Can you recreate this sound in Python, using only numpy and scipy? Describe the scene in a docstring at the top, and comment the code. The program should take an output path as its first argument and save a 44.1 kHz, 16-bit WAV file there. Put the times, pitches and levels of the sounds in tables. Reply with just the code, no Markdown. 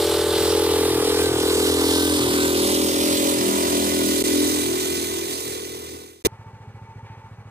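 """A small single-cylinder petrol engine drives a tractor and mower left to right past a two-port
microphone in a pasture. Each firing rings the muffler and casing and frees a jet of gas, over the noise
of fan, valves and mower; the governor hunts. The sound dips at 4.2 s, fades and drops out; a loud snippet
cuts back in. At 6.27 s the scene cuts to the same engine idling a few metres away, heard from behind:
the pipe thuds over a hum and ringing, a whine comes and goes, and at 7 s a shoe scuffs on the tractor."""
import sys
import numpy as np
from scipy import signal
from scipy.io import wavfile
from scipy.ndimage import uniform_filter1d, map_coordinates

SR = 44100
rng = np.random.default_rng(int(sys.argv[2]) if len(sys.argv) > 2 else 0)


def output_pcm(signal):
    """Save a mono or channel-first signal as 16-bit PCM at the path in sys.argv[1].

    Samples are clipped to [-1, 1] before scaling.
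    """
    pcm = np.clip(np.atleast_2d(signal).T, -1, 1) * 32767
    wavfile.write(sys.argv[1], SR, np.round(pcm).astype(np.int16))


N = 330750
TIME = np.arange(N) / SR
SIDE_ON_MS = .48   # delay between the ports for a source fully to one side
CUT_S = 6.2706
IDLE_FIRST_S, IDLE_PERIOD_S = 6.2475, .07092


def from_db(db):
    """Amplitude ratio: tenfold for every 20 dB."""
    return 10 ** (np.asarray(db) / 20)


def rms_one(x):
    """Normalisation to unit mean power."""
    return x / np.sqrt(np.mean(x ** 2) + 1e-20)


def in_time(rows):
    """Linear interpolation of a table's columns at every sample."""
    times, *columns = np.transpose(rows)
    return [np.interp(TIME, times, column) for column in columns]


def at_hz(points, hz):
    """Interpolation of a spectrum's columns on a logarithmic frequency axis."""
    freqs, *columns = np.transpose(points)
    return [np.interp(np.log(hz), np.log(freqs), column) for column in columns]


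def drift(rate_hz):
    """Low-passed noise: a slow random fluctuation of unit rms."""
    pole = np.exp(-80 * np.pi * rate_hz / SR)
    slow = signal.lfilter([1], [1, -2 * pole, pole * pole], rng.standard_normal(N // 40 + 2002))[2000:]
    return np.interp(np.arange(N) / 40, np.arange(len(slow)), rms_one(slow))


def resonate(x, hz, width):
    """Forced response of a damped oscillator, at unit rms."""
    radius = np.exp(-np.pi * width / SR)
    feedback = [1, -2 * radius * np.cos(2 * np.pi * hz / SR), radius * radius]
    return rms_one(signal.lfilter([1, 0, -1], feedback, x + 1e-18))


def clicks(times, spread_db):
    """Impulse excitation: one pulse of random strength at each time."""
    out = np.zeros(N)
    at = np.clip(np.round(times * SR).astype(int), 0, N - 1)
    out[at] = from_db(spread_db * rng.standard_normal(len(at)))
    return out


def ports(shared, own, hz, lag_ms):
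    """Partial coherence: two ports mix shared and scattered sound; the microphone shades the left."""
    # likeness of the ports: (frequency [Hz], coherence in front [ratio], change side-on [ratio])
    likeness = [(30, .7, 0), (60, .97, 0), (500, .98, 0), (1200, .98, -.25), (2000, .88, -.03),
                (2800, .84, -.06), (4000, .72, -.15), (8000, .55, -.12), (14000, .3, 0)]
    # close by, engine and mower fill a wide angle and the ports agree less: (time [s], exponent [1])
    spread = [(0, 1), (1.5, 1.1), (2.4, 1.6), (2.9, 1.3), (3.6, 2.3), (4.3, 1.8), (5.0, 1), (5.6, .7),
              (6.27, .7), (6.28, 1)]
    # left port re right: (frequency [Hz], level in front [dB], change side-on [dB])
    shade = [(60, -0.9, 2.5), (400, 0.7, 1), (1200, 0, 1.5), (2500, -0.6, 0.7), (5000, -0.5, -3),
             (6600, -0.5, -6), (8940, -6.5, -3), (11000, -1.5, -6.5), (13830, 2, -11)]
    front, side = at_hz(likeness, hz)
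    coherence = np.clip(front + side * lag_ms / SIDE_ON_MS, 0, 1) ** in_time(spread)[0]
    front_db, side_db = at_hz(shade, hz)
    tilt = from_db((front_db + side_db * lag_ms / SIDE_ON_MS) / 2)
    pair = np.sqrt(coherence) * np.array([shared, shared]) + np.sqrt(1 - coherence) * own
    return pair * [tilt, 1 / tilt]


def left_late(pair, lag_ms):
    """Path difference shifts the left channel in time; a positive lag delays it."""
    late = map_coordinates(pair[0], [np.arange(N) - lag_ms * SR / 1000], order=3, mode="nearest")
    return np.array([late, pair[1]])


def banded_noise(spectrum, level_db, lag_ms, flicker_db):
    """Random amplitude modulation of third-octave noise bands, each following level_db(hz)."""
    out, common_flicker = 0, drift(6)
    edges = 28 * 2 ** (np.arange(29) / 3)
    centres = np.sqrt(edges[1:] * edges[:-1])
    gains = from_db(at_hz(spectrum, centres)[0])
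    gains /= np.sqrt(np.sum(gains ** 2 * np.diff(edges)) / (SR / 2))
    white = rng.standard_normal((2, 3, N))
    for k, hz in enumerate(centres):
        band = signal.sosfilt(signal.butter(2, edges[k:k + 2], "band", fs=SR, output="sos"), white[k % 2])
        envelope = from_db(level_db(hz) + flicker_db * (0.58 * common_flicker + drift(14.0)))
        out = out + gains[k] * envelope * ports(band[0], band[1:], hz, lag_ms)
    return out


def rings(modes, lag_ms):
    """Resonances driven by noise; modes are (frequency [Hz], width [Hz], level [dB])."""
    white, out = rng.standard_normal((3, N)), 0
    for hz, width, level_db in modes:
        held = resonate(resonate(white, hz, width), hz, width)
        out = out + from_db(level_db) * ports(held[0], held[1:], hz, lag_ms)
    return out


def chamber(pulses, hz, width, late_ms=0, run_in_firings=8):
    """Three resonators in cascade give a steep-sided peak; earlier firings have set it going."""
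    first = np.argmax(pulses > 0)
    period = np.argmax(pulses[first + 1:] > 0) + 1
    lead = np.zeros(run_in_firings * period)
    lead[first % period::period] = 1
    train = np.roll(np.concatenate([lead, pulses]), round(late_ms * SR / 1000))
    return resonate(resonate(resonate(train, hz, width), hz, width), hz, width)[-N:]


def governor(edge_s=.04, recovery_s=.09, full_loss_hz=3.0):
    """Hunting: each time the throttle shuts, the exhaust booms and speed bleeds away, then recovers."""
    # speed that the governor aims for: (time [s], firing rate [Hz])
    target_speed = [(0, 41.66), (.5, 41.95), (.8, 42.7), (1.25, 43.5), (1.6, 42.44), (2.15, 42.77),
                    (2.7, 42.1), (3.3, 43.45), (3.9, 41.86), (4.6, 42.93), (5.0, 42.0), (5.5, 41.7),
                    (5.75, 41.2), (6.3, 41.49)]
    # throttle closures: (start [s], length [s], firing rate lost [Hz], boom [dB])
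    stumbles = [(.86, .16, 3.3, -37), (1.26, .11, 3.15, -36.5), (1.49, .06, 1.4, -55), (1.74, .06, .9, -55),
                (2.17, .11, 2.0, -36), (2.5, .14, 1.95, -55), (2.75, .06, 1.4, -55), (2.94, .06, 1.3, -55),
                (3.13, .08, 1.35, -55), (3.34, .15, 2.7, -41), (3.69, .12, .7, -50), (3.96, .08, 1.8, -41),
                (4.17, .06, 1.55, -46), (4.41, .06, 1.0, -50), (4.62, .12, 1.9, -43), (5.29, .07, 1.1, -45),
                (5.5, .07, .6, -55)]
    shut, lost_hz, boom = 0, 0, 0
    for start, length, loss_hz, boom_db in stumbles:
        age = TIME - start
        closed = np.clip(np.minimum(age, length + edge_s - age) / edge_s, 0, 1)
        shut += closed * loss_hz / full_loss_hz
        boom += from_db(boom_db) * closed
        recovery = np.exp(-np.maximum(age - length, 0) / recovery_s)
        lost_hz += loss_hz * np.clip(age / length, 0, 1) * recovery
    return in_time(target_speed)[0] - lost_hz, shut, boom


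def pass_levels(shut, boom, snippet_s=6.24, snippet_db=8):
    """Envelopes of exhaust notes, clatter and hiss over time; after the fade a loud snippet cuts in."""
    # loudness as the tractor passes: (time [1/25 s, counted from -0.8 s], crank throb [dB], boom [dB],
    # eleven higher muffler notes from low to high [dB], clatter [dB], hiss [dB])
    envelopes = [(24.9, -38, -47, -70, -45, -37, -25.5, -24, -32.5, -32, -66, -63, -40, -52, -33.5, -28.5),
                 (34.2, -38, -51, -70, -39, -40, -25, -23, -38, -34, -56, -60, -38.5, -55, -33.5, -28),
                 (39.5, -38, -48, -65, -29, -32.5, -26.5, -24, -45, -42, -40, -62, -38, -55, -32.5, -28.5),
                 (47.8, -37, -49, -65, -30, -39.5, -29.5, -23, -32.5, -39, -45, -46, -40, -57, -33.5, -29.5),
                 (60.8, -37.5, -49, -69.5, -27, -20.5, -22.5, -25, -30, -32.5, -35.5, -55, -44, -50, -32.5, -27.5),
                 (70.3, -38, -54, -58, -30.5, -20, -30.5, -28.5, -32.5, -34.5, -38, -57, -43, -44, -33.5, -26),
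                 (78.1, -40.5, -53, -45.5, -31, -21.5, -20.5, -41, -58, -38, -48, -56, -57, -41, -30.5, -27.5),
                 (86.7, -38.5, -63, -43.5, -27.5, -20, -23.5, -38, -41, -31.5, -36, -45, -49, -49.5, -32.5, -26.5),
                 (92.4, -42, -66, -42, -25, -20.5, -23, -37.5, -47, -32.5, -47, -67, -54, -57, -32.5, -28),
                 (96.6, -44, -64, -36, -26, -19.5, -24.5, -37, -34, -29, -39.5, -67, -57, -45, -32.5, -27),
                 (101.9, -47, -64, -38, -28.5, -21, -25, -38, -41, -29.5, -46, -60, -59, -39, -32, -27.5),
                 (109, -44, -59, -40, -58, -23.5, -24.5, -61, -37, -36, -33, -36, -64, -32, -31.5, -28),
                 (116.6, -42, -57, -34.5, -41, -23.5, -24, -51, -28, -30.5, -31, -37, -61, -39, -33, -28),
                 (121.3, -43, -48, -43.5, -29.5, -20, -23.5, -45, -37, -33, -31, -44, -61, -58, -34, -27.5),
                 (128, -43.5, -54.5, -48, -26.5, -19.5, -23, -35, -30, -30, -32, -57, -58, -52, -34.5, -27.5),
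                 (133.6, -44, -60, -53, -31, -20.5, -25.5, -38, -45, -46, -40, -55, -60, -55, -33, -27),
                 (137.8, -44, -62, -58, -36, -24, -22.5, -45, -39, -45, -45, -43, -60, -56, -33, -29),
                 (142, -44, -54, -60, -40, -26, -22.5, -40, -47, -54, -60, -46, -60, -58, -32.5, -27.5),
                 (151.5, -44, -54, -62, -35, -27, -23, -39, -42, -60, -60, -46, -60, -60, -32.5, -27.5),
                 (156.8, -44, -43, -63, -36, -29.5, -28, -29.5, -40, -47, -45, -47, -54, -60, -34, -28),
                 (168, -37, -40.5, -61, -36, -27, -25, -31, -53, -57, -59, -61, -59.5, -60, -32, -29)]
    # effect of a full stumble on each of those parts: (level change [dB])
    stumble_db = [-2, -45, 6.5, -2.5, -1, 2.5, -2, -0.5, -1, -3, 8.5, -1.5, -7, 0, -1]
    # the pass fades out: (time [s], level [dB])
    fade = [(4.5, 1.5), (5.0, -2.5), (5.45, -5.5), (5.7, -9.5), (6.0, -14.5), (6.2, -28)]
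    ticks, *columns = np.transpose(envelopes)
    times = ticks / 25 - .8
    levels = [np.interp(TIME, times, column) + change_db * shut
              for column, change_db in zip(columns, stumble_db)]
    levels[1] = 20 * np.log10(from_db(levels[1]) + boom)
    fade_db = np.where(TIME < snippet_s, in_time(fade)[0], snippet_db)
    return [level + fade_db for level in levels]


def firings(cycles, last_s=6.2, jitter_s=.00003):
    """Combustion gives one pressure pulse a cycle."""
    # pulses of the split-second snippet of engine sound just before the scene change: (time [s])
    snippet_pulses = [6.2255, 6.2495]
    fired = TIME[1:][np.diff(np.floor(cycles)) > 0]
    fired = np.append(fired[fired < last_s], snippet_pulses)
    return clicks(fired + jitter_s * rng.standard_normal(len(fired)), spread_db=.35)


def muffler(pulses, notes_db, lag_ms, waver_db=.8):
    """Cavity resonance: the pulses ring each muffler chamber after its own short delay."""
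    # exhaust resonances: (frequency [Hz], width [Hz], delay [ms])
    modes = [(85.4, 20, 1.5), (130, 55, 1.5), (195, 18, 8.4), (283, 80, 5.14), (298, 104, 7.85),
             (346.5, 106, 7.43), (429, 123, 4.49), (533.5, 130, 2.24), (562, 84, 5.4), (584, 58, 0),
             (644, 121, 3.89), (856, 118, 2.5), (975, 80, 1.5)]
    share = np.sqrt(CUT_S * SR / N)   # refers the rms to the length of the pass
    out = 0
    for (hz, width, late_ms), level_db in zip(modes, notes_db):
        note = chamber(pulses, hz, width, late_ms)
        out += share * from_db(level_db + waver_db * drift(5.2)) * ports(note, 0, hz, lag_ms)
    return out


def casing(pulses, clatter_db, lag_ms):
    """Structural resonance: every firing rings the casing's weaker modes."""
    # casing modes: (frequency [Hz], width [Hz], level re clatter [dB], change side-on [dB])
    modes = [(159.6, 68, -12, -2), (736, 114, -15.5, 0.5), (1184, 82, -12, -4)]
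    out = 0
    for hz, width, level_db, side_db in modes:
        gain = from_db(clatter_db + level_db + side_db * lag_ms / SIDE_ON_MS)
        out += gain * ports(chamber(pulses, hz, width), 0, hz, lag_ms)
    return out


def gas_jet(pulses, hiss_db, lag_ms, band_hz=(8600, 12000), decay_s=0.01, re_hiss_db=-6.5):
    """Jet noise: gas escapes in a short bright burst at each firing."""
    pole = np.exp(-1 / (decay_s * SR))
    burst = rms_one(signal.lfilter([1], [1, -2 * pole, pole * pole], pulses))
    bandpass = signal.butter(2, band_hz, "band", fs=SR, output="sos")
    gas = signal.sosfilt(bandpass, rng.standard_normal((3, N)))
    return from_db(hiss_db + re_hiss_db) * burst * ports(gas[0], gas[1:], band_hz[0], lag_ms)


def machinery_racket(clatter_db, hiss_db, lag_ms, treble_from_hz=2700):
    """Broadband noise of fan, valve gear and mower, its colour changing with bearing."""
    # low part of the noise: (frequency [Hz], relative spectral density [dB])
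    rumble = [(28, -33), (50, -29), (100, -19), (150, -24), (210, -21), (330, -17), (450, -19), (600, -23),
              (780, -21)]
    # high part: (frequency [Hz], relative spectral density [dB])
    racket = [(850, -15.5), (1250, -21.5), (1700, -25), (2200, -23.5), (2600, -24.5), (3000, -13.5),
              (3400, -12), (4100, -12.5), (5000, -14), (6300, -20), (8500, -14), (11000, -20), (13500, -24),
              (16000, -18.5)]
    # colour gained from front to side: (frequency [Hz], level change [dB])
    side_colour = [(60, -9.5), (190, 5.5), (400, 10.5), (800, -6), (1000, 0.5), (1300, -8), (2000, -1.5),
                   (2700, 0.5), (3600, -3), (5000, -0.5), (6300, 8), (8500, -1.5), (11000, 1), (14500, 1)]

    def band_db(hz):
        """Treble follows the hiss and lower bands the clatter, tilted by bearing."""
        level_db = hiss_db + 0.5 if hz > treble_from_hz else clatter_db + 12.0
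        return level_db + at_hz(side_colour, hz)[0] * (lag_ms / SIDE_ON_MS - .5)

    return banded_noise(rumble + racket, band_db, lag_ms, flicker_db=1.28)


def mower_whirr(lag_ms, side_rise_db=9.5):
    """Noise-driven resonances of the mower, heard more from the side."""
    # mower modes: (frequency [Hz], width [Hz], level in front re hiss [dB])
    modes = [(2002, 83, -24.5), (2393, 160, -27.5), (6370, 600, -23)]
    return from_db(side_rise_db * lag_ms / SIDE_ON_MS) * rings(modes, lag_ms)


def gear_whine(cycles, firing_hz, lag_ms, teeth=36, waver_db=2):
    """Tooth meshing gives a tone at a multiple of the firing rate."""
    # the whine comes and goes: (time [s], level re hiss [dB])
    swells = [(0, -15), (1.1, -24), (1.22, -7.5), (1.5, -14), (1.85, -22), (2.05, -8), (2.25, -22),
              (2.45, -1), (2.7, -26), (3.2, -34), (3.6, -15), (5.1, -17.5), (5.4, -26), (6.3, -13.5)]
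    gain = from_db(in_time(swells)[0] + waver_db * drift(3.1))
    return ports(gain * np.sin(2 * np.pi * teeth * cycles), 0, teeth * firing_hz.mean(), lag_ms)


def metal_rings(lag_ms):
    """Random excitation of metal resonances adds bright peaks to the racket."""
    # metal modes: (frequency [Hz], width [Hz], level re hiss [dB])
    modes = [(3610, 870, -13), (9300, 190, -19.5)]
    return rings(modes, lag_ms)


def working_engine(puff_depth=.16, blade_depth=.08, blade_hz=70.6):
    """Superposition of the passing sources; firings and blade modulate the machinery's amplitude."""
    # bearing of the engine: (time [s], delay at the left port [ms])
    bearing = [(0, .003), (.8, .075), (1.8, .172), (2.7, .295), (3.1, .362), (3.45, .405), (4.2, .447),
               (4.7, .472), (6.3, .475)]
    lag_ms, = in_time(bearing)
    firing_hz, shut, boom = governor()
    *notes_db, clatter_db, hiss_db = pass_levels(shut, boom)
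    cycles = np.cumsum(firing_hz) / SR + .3
    pulses = firings(cycles)
    notes = muffler(pulses, notes_db, lag_ms) + casing(pulses, clatter_db, lag_ms)
    jet = gas_jet(pulses, hiss_db, lag_ms)
    racket = machinery_racket(clatter_db, hiss_db, lag_ms)
    metal = mower_whirr(lag_ms) + gear_whine(cycles, firing_hz, lag_ms) + metal_rings(lag_ms)
    puff = puff_depth * np.cos(2 * np.pi * (cycles - .2))
    blade = blade_depth * np.cos(2 * np.pi * blade_hz * TIME)
    machinery = (1 + puff + blade) * (racket + from_db(hiss_db) * metal)
    return left_late(notes + jet + machinery, lag_ms)


def dropout_gate():
    """Amplitude gating: the pass drops out briefly twice and ends at the cut."""
    # dips in level: (start [s], end [s], level [dB])
    dropouts = [(4.2255, 4.2392, -24), (6.2255, 6.2492, -60)]
    gate = np.where(TIME < CUT_S, 1., 0.)
    for start, end, depth_db in dropouts:
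        gate[(TIME > start) & (TIME < end)] = from_db(depth_db)
    return uniform_filter1d(gate, size=30)


def pipe_thuds(lag_ms, echo_s=0.0192, echo_gain=0.51, soft_hz=700):
    """Pipe resonance: slow firings and their reflection from the pipe's end ring the exhaust."""
    # exhaust modes: (frequency [Hz], width [Hz], level [dB])
    modes = [(66.4, 22, -54), (109, 25, -41), (146, 67, -48), (183, 33, -66), (243, 47, -65)]
    pulses = clicks(np.arange(IDLE_FIRST_S, N / SR, IDLE_PERIOD_S), spread_db=1.2)
    pulses += echo_gain * np.roll(pulses, round(echo_s * SR))
    pushes = signal.lfilter(*signal.butter(2, soft_hz, fs=SR), pulses + 1e-18)   # soft, with no tick
    share = np.sqrt(1 - IDLE_FIRST_S * SR / N)   # refers the rms to the length of the idle
    return sum((-1) ** k * share * from_db(level_db) * ports(resonate(pushes, hz, width), 0, hz, lag_ms)
               for k, (hz, width, level_db) in enumerate(modes))


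def idle_hum(lag_ms, level_db=-51.5, puff_depth=0.18, puff_late_s=0.026):
    """Amplitude modulation: a mechanical hum swells after each firing."""
    # colour of the hum: (frequency [Hz], relative spectral density [dB])
    spectrum = [(28, -19), (60, -31), (110, -25), (200, -16.5), (322, -34), (443, -17.5), (715, -31),
                (885, -21.5), (1250, -25.5), (2300, -35), (3600, -41.5), (8240, -49.5), (12000, -57.5),
                (16000, -58)]
    hum = banded_noise(spectrum, lambda hz: level_db, lag_ms, flicker_db=.5)
    cycles = (TIME - IDLE_FIRST_S - puff_late_s) / IDLE_PERIOD_S
    return hum * (1 + puff_depth * np.cos(2 * np.pi * cycles))


def idle_rings(lag_ms, waver_db=1.5):
    """Noise-driven resonances of the idling engine waver together in level."""
    # engine modes: (frequency [Hz], width [Hz], level [dB])
    modes = [(407, 110, -62), (806, 84, -59), (1724, 70, -70.5), (1970, 30, -67.5), (2263, 70, -66.5),
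             (2520, 50, -73), (2820, 130, -75), (4200, 31, -80), (6260, 130, -77), (8200, 360, -81.5)]
    return from_db(waver_db * drift(16)) * rings(modes, lag_ms)


def idle_whine(lag_ms, hz=894, width_hz=27):
    """Narrow-band noise is heard as a pitch: the idling engine whines."""
    # the whine comes and goes: (time [s], level [dB])
    swells = [(6.3, -51), (6.35, -51.5), (6.564, -55.5), (6.61, -59.5), (6.656, -48), (6.74, -67),
              (6.854, -47.5), (6.978, -59), (6.998, -48), (7.272, -51.5), (7.352, -64), (7.5, -55)]
    return from_db(in_time(swells)[0]) * rings([(hz, width_hz, 0)], lag_ms)


def shoe_scuff(lag_ms, hz=1300, width_hz=1700):
    """Friction noise: a shoe scuffs once on the tractor."""
    # envelope of the scuff: (time [s], level [dB])
    envelope = [(7.04, -90), (7.06, -51), (7.12, -55), (7.22, -61), (7.3, -90)]
    return from_db(in_time(envelope)[0]) * rings([(hz, width_hz, 0)], lag_ms)


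def idling_engine():
    """Superposition of the sounds at idle, all from one fixed bearing."""
    lag_ms = np.full(N, -.09)
    engine = pipe_thuds(lag_ms) + idle_hum(lag_ms) + idle_whine(lag_ms)
    return left_late(engine + shoe_scuff(lag_ms) + idle_rings(lag_ms), lag_ms)


def scene():
    """A crossfade of under a millisecond cuts from the pass to the idling engine."""
    idle_gate = uniform_filter1d(np.where(TIME < CUT_S, 0., 1.), size=30)
    return dropout_gate() * working_engine() + idle_gate * idling_engine()


def record(dry, stop_hz=15900):
    """Band limiting: a steep low-pass filter removes the highest treble."""
    return signal.sosfilt(signal.cheby2(14, 60, stop_hz, fs=SR, output="sos"), dry)


dry = scene()
out = record(dry)
output_pcm(out)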